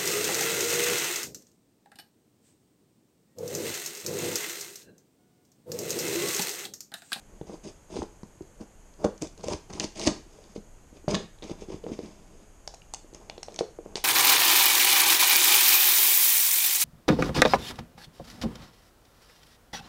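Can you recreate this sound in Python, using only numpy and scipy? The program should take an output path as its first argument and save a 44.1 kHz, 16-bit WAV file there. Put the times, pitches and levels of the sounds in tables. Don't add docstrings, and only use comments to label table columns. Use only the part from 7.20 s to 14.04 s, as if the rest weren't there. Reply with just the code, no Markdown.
import sys
import numpy as np
from scipy import signal
from scipy.fft import rfft, irfft
from scipy.io import wavfile

SR = 44100
rng = np.random.default_rng(int(sys.argv[2]) if len(sys.argv) > 2 else 0)


def convert_level_to_amplitude(level_db):
    exponent = np.asarray(level_db, float) / 20
    return 10 ** exponent


def persist_wave(psi):
    counts = np.round(np.clip(psi, -1, 1) * 32767).astype(np.int16)
    wavfile.write(sys.argv[1], SR, np.atleast_2d(counts).T)


N = 301630


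def rms_one(x):
    return x / np.sqrt(np.mean(x ** 2) + 1e-20)


def at_hz(points, hz):
    table_hz, values = np.array(points).T
    return np.interp(np.log(hz), np.log(table_hz), values)


def butter(x, order, hz, kind):
    return signal.sosfilt(signal.butter(order, hz, kind, fs=SR, output="sos"), x)


def joined(*kinds):
    return [(*row, shared) for rows, shared in kinds for row in rows]


def ring(clicks, hz, t60):
    radius = convert_level_to_amplitude(-60 / (t60 * SR))
    angle = 2 * np.pi * hz / SR
    return signal.lfilter([0, np.sin(angle)], [1, -2 * radius * np.cos(angle), radius ** 2], clicks + 1e-18)


def flicker(rate, depth_db):
    knots = rng.standard_normal(int(N / SR * 200))
    return convert_level_to_amplitude(depth_db * np.interp(np.arange(N) / SR * rate, np.arange(len(knots)), knots))


def coloured(spectrum, level_db):
    hz = np.maximum(np.fft.rfftfreq(N, 1 / SR), 1)
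    noise = irfft(rfft(rng.standard_normal(N)) * convert_level_to_amplitude(at_hz(spectrum, hz)), N)
    return convert_level_to_amplitude(level_db) * rms_one(noise)


# frequency in Hz, density in dB per Hz.
RUMBLE = [(12, -15), (20, 6), (57, -7.5), (251, -17.5), (586, -19.5), (702, -22), (783, -22), (1500, -31),
          (1950, -108), (3300, -120)]
# frequency in Hz, density in dB per Hz.
HISS = [(880, -30), (1500, 0), (3330, -5.5), (3630, -11), (4800, -7.5), (5230, -10.5), (6650, -1.5),
        (9220, -7.5), (12400, -14), (14200, -12), (15200, -20)]


def background():
    rumble = coloured(RUMBLE, level_db=-53) * flicker(rate=2.5, depth_db=0.14)
    return rumble + coloured(HISS, level_db=-65.5)


# start in seconds, length in seconds, box wall level in dB,
# tape hiss level in dB (both at the end), swell on the way in dB.
BLADE_STROKES = [
    (0.09, 0.1, -56.5, -76, -5),
    (0.272, 0.079, -39, -49.5, 4.5),
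    (0.44, 0.059, -43.5, -48, -2.5),
    (0.703, 0.065, -30.5, -40.5, 12),
    (0.755, 0.07, -37, -45, 2),
    (1.4, 0.015, -31.5, -50, 10),
    (1.79, 0.048, -32.5, -51, 11),
    (1.846, 0.0014, -18, -38.5, -7.5),
    (2.018, 0.032, -34.5, -41, -1.5),
]
# start and length in seconds, wall, tape and swell levels in dB.
CUT_STROKES = [(2.178, 0.028, -38.5, -52, 6.5), (2.236, 0.0084, -32.5, -44, -2),
               (2.25, 0.082, -24.5, -35, 15), (2.5, 0.015, -38.5, -49.5, -6.5),
               (2.53, 0.055, -39, -46, -5.5), (2.6, 0.041, -28.5, -34, 1.5), (2.757, 0.079, -28.5, -30, 12),
               (2.851, 0.025, -19.5, -25, 10.5), (2.89, 0.08, -39.5, -52, -5),
               (3.1, 0.226, -52.5, -58, 4.5), (3.355, 0.0082, -41, -49, -1)]
# start and length in seconds, wall, tape and swell in dB.
HAND_STROKES = [(3.722, 0.049, -47.5, -56.5, 14), (3.887, 0.045, -22.5, -38, 1),
                (3.94, 0.099, -40.5, -55, -17.5), (4.229, 0.05, -38, -50.5, -4.5),
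                (4.27, 0.046, -32, -45, 12), (4.375, 0.061, -40.5, -52, 5.5), (4.48, 0.029, -38, -50, 7),
                (4.52, 0.05, -44.5, -58.5, -12), (4.635, 0.067, -35, -50.5, 9.5),
                (4.715, 0.093, -50.5, -57, -8.5), (4.785, 0.23, -55.5, -64.5, -14),
                (4.905, 0.33, -51.5, -63, 6.5)]
# start and length in seconds, wall, tape and swell levels in dB.
NAIL_STROKES = [
    (5.95, 0.03, -52.5, -61, -8),
    (6.0, 0.17, -51.5, -67, -3.5),
    (6.29, 0.078, -43.5, -56, 4),
    (6.393, 0.0019, -43, -35.5, -11),
    (6.4, 0.03, -57, -60, -12),
    (6.652, 0.11, -50.5, -71, -4),
    (6.762, 0.07, -72, -57, -23.5),
]
BLADE_TILT, CUT_TILT, HAND_TILT, NAIL_TILT = (0.13, 0.19), (1.9, -0.77), (-0.8, -3.5), (1.6, -2.2)


def stroke_curves(surface):
    grip_s, release_db_per_s, silent_db = 0.02, 597, -90
    t = np.arange(N) / SR
    level, tilts = np.full(N, float(silent_db)), np.zeros(N)
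    strokes = joined((BLADE_STROKES, BLADE_TILT), (CUT_STROKES, CUT_TILT),
                     (HAND_STROKES, HAND_TILT), (NAIL_STROKES, NAIL_TILT))
    for start, length, wall_db, tape_db, swell_db, (wall_tilt, tape_tilt) in strokes:
        db, tilt = (wall_db, wall_tilt) if surface == "wall" else (tape_db, tape_tilt)
        end = start + length
        times = [start - grip_s, start, end, end + (db - silent_db) / release_db_per_s]
        shape = np.interp(t, times, [silent_db, db - swell_db, db, silent_db])
        tilts[shape > level] = tilt
        level = np.maximum(level, shape)
    return level, tilts


def rubbed(modes, surface, per_s, lumps_per_s):
    level_db, tilt = stroke_curves(surface)
    slips = rng.random(N) < per_s / SR
    sizes = convert_level_to_amplitude(2.5 * np.minimum(rng.exponential(1, N), 4)) * slips
    sizes = sizes * flicker(lumps_per_s, depth_db=2.5)
    middle_hz = modes[len(modes) // 2][0]
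    total = np.zeros(N)
    for hz, db, t60 in modes:
        gain = convert_level_to_amplitude(db + tilt * np.log2(hz / middle_hz))
        total += gain * ring(sizes * rng.standard_normal(N), hz, t60)
    return convert_level_to_amplitude(level_db) * rms_one(total)


# frequency in Hz, level in dB, decay t60 in seconds.
BOX = [(71.5, -5, 0.045), (178, -6, 0.13), (208, -2, 0.15), (270, -3, 0.039), (330, 1.5, 0.058),
       (417, 4, 0.047), (520, -10.5, 0.04), (636.6, -1.5, 0.055), (753, -13, 0.026), (859, -2.5, 0.018),
       (994, 2.5, 0.011), (1252, -14, 0.03), (1590, -21.5, 0.074)]


def rubbed_wall():
    return butter(rubbed(BOX, "wall", per_s=1100, lumps_per_s=45), 2, 2100, "low")


# frequency in Hz, level in dB, decay t60 in seconds.
TAPE = [(1600, -30, 0.0019), (2170, -1, 0.0036), (2555, 0, 0.0036), (3060, -9, 0.008), (3600, -3, 0.0053),
        (4650, -9.5, 0.015), (5010, 0, 0.0079), (5600, -6.5, 0.013), (6240, -3, 0.0089), (6740, -9, 0.0073),
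        (7640, -6, 0.0047), (8430, -1.5, 0.0019), (8950, -4.5, 0.0045), (10900, -39, 0.0014)]


def rubbed_tape():
    return rubbed(TAPE, "tape", per_s=9000, lumps_per_s=90)


def struck(events, modes=BOX, octaves=0.57, direct=3.1, body_db=-3.0):
    out = np.zeros(N + SR)
    t = np.arange(SR // 5) / SR
    for start, db, hz, ring_s in events:
        blow = -direct * np.sin(2 * np.pi * hz * t) * convert_level_to_amplitude(-60 * t / ring_s * 2.4)
        for mode_hz, mode_db, t60 in modes:
            near = np.exp(-(np.log2(mode_hz / hz) / octaves) ** 2)
            gain = near * rng.standard_normal() * convert_level_to_amplitude(mode_db + body_db)
            decay = convert_level_to_amplitude(-60 * t * (1 / ring_s + 1 / t60) / 2)
            blow = blow + gain * np.sin(2 * np.pi * mode_hz * t) * decay
        blow = blow * (1 - np.exp(-t * hz * 9)) ** 2
        at = round(start * SR)
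        out[at:at + len(t)] += convert_level_to_amplitude(db) * blow / np.abs(blow).max()
    return out[:N]


# start in seconds, peak in dB, contact pitch in Hz.
SHOVES = [(0.212, -36, 152), (0.74, -44, 80.5), (1.407, -35, 237), (1.851, -20, 255), (2.024, -33.5, 250),
          (2.765, -37, 191), (4.04, -39, 149), (0.8, -31, 74.6), (1.21, -37, 89), (1.845, -28, 92),
          (2.26, -33, 77), (2.3, -34, 77), (2.34, -30.5, 78), (2.53, -36, 81.5), (2.59, -37, 80),
          (2.86, -52, 80), (3.879, -21.5, 156), (4.54, -44, 80)]


def shoves():
    return struck(joined((SHOVES, 0.1)))


# start in seconds, peak in dB, contact pitch in Hz.
POKE_KNOCKS = [(0.2129, -27, 400), (0.296, -31.5, 420), (0.326, -42, 422), (0.3305, -32.5, 403),
               (0.3415, -30, 306), (0.449, -36, 418), (0.469, -34, 374), (0.462, -34, 298),
               (0.722, -37, 420), (0.7573, -28, 390), (0.7654, -26, 373), (0.788, -24, 287),
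               (0.8037, -38, 450), (0.8195, -25, 820), (0.8223, -25.5, 420), (0.827, -25, 297),
               (0.8369, -29, 387), (1.0324, -29, 257), (1.033, -42, 1010), (0.2135, -40, 870),
               (1.2083, -29, 360), (1.4088, -42, 250), (1.8405, -33, 230), (1.8435, -16.5, 640),
               (1.8455, -17, 405), (1.8482, -8, 452), (1.8528, -18, 245), (1.858, -24, 400),
               (2.0221, -23.5, 330), (2.0293, -20.5, 365)]
# start in seconds, peak in dB, pitch in Hz.
CUT_KNOCKS = [(2.2398, -28, 520), (2.2504, -51, 402), (2.2705, -32, 346), (2.2839, -21.5, 540),
              (2.3144, -26, 350), (2.3444, -32, 270), (2.3912, -45, 416), (2.5359, -42, 520),
              (2.5527, -34, 308), (2.6437, -21, 273), (2.6568, -51, 340), (2.8317, -39, 453),
              (2.8665, -25, 415), (2.8725, -13.5, 590), (2.8742, -11.5, 237), (2.9077, -25, 217),
              (2.9957, -43, 330), (2.879, -19, 425), (2.5995, -29.5, 404), (3.063, -50, 320),
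              (3.187, -42, 538), (3.261, -50, 299), (3.3612, -24.5, 330), (3.3786, -29, 265)]
# start in seconds, peak in dB, pitch in Hz.
HAND_KNOCKS = [(3.728, -39.5, 270), (3.843, -38.5, 285), (4.223, -34, 394), (4.2375, -42, 407),
               (4.2965, -31, 520), (4.3039, -38, 480), (4.3135, -23, 270), (4.4211, -30, 410),
               (4.4856, -32.5, 366), (4.502, -30.5, 460), (4.5432, -26.5, 289), (4.6389, -29.5, 448),
               (4.6653, -22, 443), (4.6916, -30, 357), (4.6975, -36, 460), (4.7172, -21.5, 246),
               (4.7905, -22.5, 406), (4.801, -32.5, 440), (4.8341, -32.5, 277), (4.8861, -47, 292),
               (6.409, -14, 437), (6.4145, -27.5, 410)]
# start in seconds, peak in dB, contact pitch in Hz.
NAIL_KNOCKS = [(5.4764, -31.5, 696), (5.5394, -38, 695), (5.7381, -29, 820), (5.8451, -39, 410),
               (5.9295, -37, 382), (5.9474, -35.5, 408), (6.0978, -32.5, 750), (6.1794, -31, 443),
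               (6.2302, -35, 754), (6.2836, -29, 620), (6.3897, -25, 674), (6.5876, -28.5, 457),
               (6.6608, -28, 425), (6.756, -24, 456), (6.756, -29, 850), (6.7705, -30, 754),
               (6.7789, -31, 800), (6.78, -35.5, 330)]


def knocks():
    return struck(joined((POKE_KNOCKS, 0.031), (CUT_KNOCKS, 0.05), (HAND_KNOCKS, 0.048), (NAIL_KNOCKS, 0.025)))


# start in seconds, peak in dB, brightness in Hz.
POKE_TICKS = [(0.2127, -48, 3960), (0.2904, -60, 5700), (0.757, -39, 3900), (0.766, -39, 3500),
              (0.7715, -36, 3700), (0.776, -45, 2600), (0.786, -41, 5060), (0.822, -43, 4590),
              (0.8288, -39, 5150), (1.032, -43.5, 5450), (1.2216, -47, 5170), (1.4078, -46, 4830),
              (1.7376, -50, 5180), (1.8439, -35, 4670), (1.8478, -28.5, 6500), (1.978, -42, 5840),
              (2.0208, -21.5, 7060), (2.071, -36.5, 5900), (2.177, -40.5, 5830), (2.2097, -41, 4830)]
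# start in seconds, peak in dB, brightness in Hz.
CUT_TICKS = [(2.233, -47, 5640), (2.2405, -34, 5950), (2.2437, -34, 6500), (2.2835, -22.5, 6550),
             (2.313, -44, 5800), (2.334, -25, 4800), (2.348, -39, 5340), (2.5033, -38, 3780),
             (2.5349, -31, 5740), (2.5982, -15.5, 5140), (2.6045, -21, 2980), (2.618, -32, 6300),
             (2.6395, -26.5, 5650), (2.6425, -23, 5500), (2.649, -31, 4800), (2.722, -48, 5970),
             (2.771, -35, 4770), (2.7955, -24, 5460), (2.7997, -44, 4700), (2.8148, -24, 4980),
             (2.8322, -37, 4980), (2.8678, -21, 5230), (2.8728, -12, 5700), (2.8776, -14, 3920),
             (3.2402, -45, 4640), (3.3635, -39, 4260)]
# start in seconds, peak in dB, brightness in Hz.
HAND_TICKS = [(3.7675, -50, 3600), (3.882, -29.5, 5030), (3.8866, -38, 5520), (3.905, -31, 6070),
              (3.9096, -24.5, 5800), (3.939, -31, 4250), (3.9445, -18.5, 4150), (3.9498, -17, 3940),
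              (4.186, -48, 3500), (4.2232, -39, 3600), (4.2281, -36, 3600), (4.2376, -36.5, 3720),
              (4.297, -38.5, 4200), (4.308, -46, 2600), (4.318, -47, 4970), (4.41, -44, 5870),
              (4.4861, -53, 3950), (4.6393, -43, 3360), (4.6646, -43, 3060), (4.7891, -39, 4240),
              (4.8585, -42.5, 4950)]
# start in seconds, peak in dB, brightness in Hz.
NAIL_TICKS = [(5.476, -23.5, 5700), (5.5403, -42.5, 5200), (5.544, -35.5, 6350), (5.618, -37.5, 3020),
              (5.7374, -26.5, 7100), (5.7454, -27, 6900), (5.936, -43, 6200), (5.9467, -33, 6330),
              (6.0983, -29.5, 3600), (6.1791, -37, 3900), (6.2305, -24.5, 5800), (6.2628, -44, 5640),
              (6.2841, -38.5, 3290), (6.3213, -41, 5000), (6.3427, -37, 6230), (6.3607, -30.5, 5800),
              (6.388, -42, 5500), (6.3905, -20, 4900), (6.3955, -34, 5800), (6.3975, -41, 5500),
              (6.4005, -43, 5500), (6.7556, -20.5, 4760), (6.7675, -28.5, 6200), (6.7715, -35, 5600),
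              (6.7794, -36, 5000)]


def ticks():
    snaps, t = np.zeros(N + SR), np.arange(900) / SR
    events = joined((POKE_TICKS, 0.5), (CUT_TICKS, 0.34), (HAND_TICKS, 0.67), (NAIL_TICKS, 0.43))
    for start, db, hz, crackle_ms in events:
        fade = np.sqrt(t) * np.exp(-t / (2.63 * crackle_ms / 1000))
        crackle = ring(rng.standard_normal(len(t)) * fade, hz, 6.5 / hz)
        ringing = sum(convert_level_to_amplitude(mode_db) * ring(crackle, mode_hz, t60) for mode_hz, mode_db, t60 in TAPE)
        snap = rms_one(crackle) + 0.42 * rms_one(ringing)
        at = round(start * SR)
        snaps[at:at + len(t)] += convert_level_to_amplitude(db) * snap / np.abs(snap).max()
    return snaps[:N]


# start in seconds, peak in dB, pitch in Hz.
TWANGS = [(2.5985, -22.5, 4570), (2.5985, -30.5, 6070), (2.8515, -24, 4900), (2.8665, -19, 4770),
          (2.8725, -27, 4200), (2.875, -21, 2520), (4.2235, -35, 3500), (4.2265, -40, 3730),
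          (4.238, -40, 3470), (4.241, -43, 6260), (5.4762, -33, 4800), (5.4762, -32, 5230),
          (5.4762, -34, 6700), (5.4762, -39, 2210), (5.5398, -42, 5700), (5.7376, -31, 5800),
          (5.7376, -34, 7260), (5.7376, -30, 8160), (5.7456, -30, 6350), (6.098, -26.5, 4550),
          (6.098, -32, 2290), (6.098, -42, 3440), (6.2305, -43, 6200), (6.2305, -46, 5000),
          (6.2305, -41, 2100), (6.39, -20.5, 3600), (6.39, -33, 4650), (6.3908, -38, 6430),
          (6.3955, -37, 5000), (6.396, -36, 2220), (6.756, -24, 4500), (6.756, -39, 3600),
          (6.756, -29, 1920)]


def twangs():
    return struck(joined((TWANGS, 0.014)), modes=[], direct=1)


# start in seconds, peak in dB, contact pitch in Hz.
LANDINGS = [
    (3.8805, -14.5, 610),
    (3.9035, -22, 446),
    (3.936, -25, 210),
    (3.944, -24.5, 1100),
    (3.9515, -27.5, 1720),
    (3.959, -28, 200),
    (4.006, -34.5, 413),
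]


def landings():
    return struck(joined((LANDINGS, 0.052)))


# frequency in Hz, t60 in seconds.
ROOM_T60 = [(100, 0.28), (700, 0.22), (3000, 0.47), (7000, 0.063), (12000, 1)]


def room(x):
    level_db, gap_s = -10.5, 0.0036
    t = np.arange(SR // 2) / SR
    tail = np.zeros(len(t))
    for hz in 63 * 2. ** np.arange(8):
        band = butter(rng.standard_normal(len(t)), 2, [hz / np.sqrt(2), hz * np.sqrt(2)], "band")
        tail += band * convert_level_to_amplitude(-60 * t / at_hz(ROOM_T60, hz))
    tail = tail * np.clip(t / gap_s - 1, 0, 1)
    return convert_level_to_amplitude(level_db) * signal.fftconvolve(x, tail / np.sqrt(np.sum(tail ** 2)))[:N]


def port_resonance(x):
    hz, width_hz, lift_db = 6550, 454, 6.9
    return x + (convert_level_to_amplitude(lift_db) - 1) * signal.lfilter(*signal.iirpeak(hz, hz / width_hz, fs=SR), x)


def microphone(air, snaps):
    housed = butter(air, 3, [43, 9600], "band")
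    edges = convert_level_to_amplitude(-28) * butter(snaps, 4, 11500, "high")
    return port_resonance(housed + edges + background())


def scene():
    low = convert_level_to_amplitude(-5.5) * rubbed_wall() + shoves() + knocks() + landings()
    snaps = ticks()
    high = butter(convert_level_to_amplitude(-6.0) * rubbed_tape() + snaps, 4, 1950, "high")
    twang = twangs()
    reflected = room(low + convert_level_to_amplitude(-1) * high + convert_level_to_amplitude(-9) * twang)
    return microphone(low + high + twang + reflected, snaps)[None]


def band_limit(x):
    return signal.sosfilt(signal.butter(12, 15050, fs=SR, output="sos"), x)


def record(dry):
    cut = signal.cheby2(8, 50, 12900 * 1.18, fs=SR, output="sos")
    mix = signal.sosfilt(cut, dry)
    return band_limit(mix)


dry = scene()
out = record(dry)
persist_wave(out)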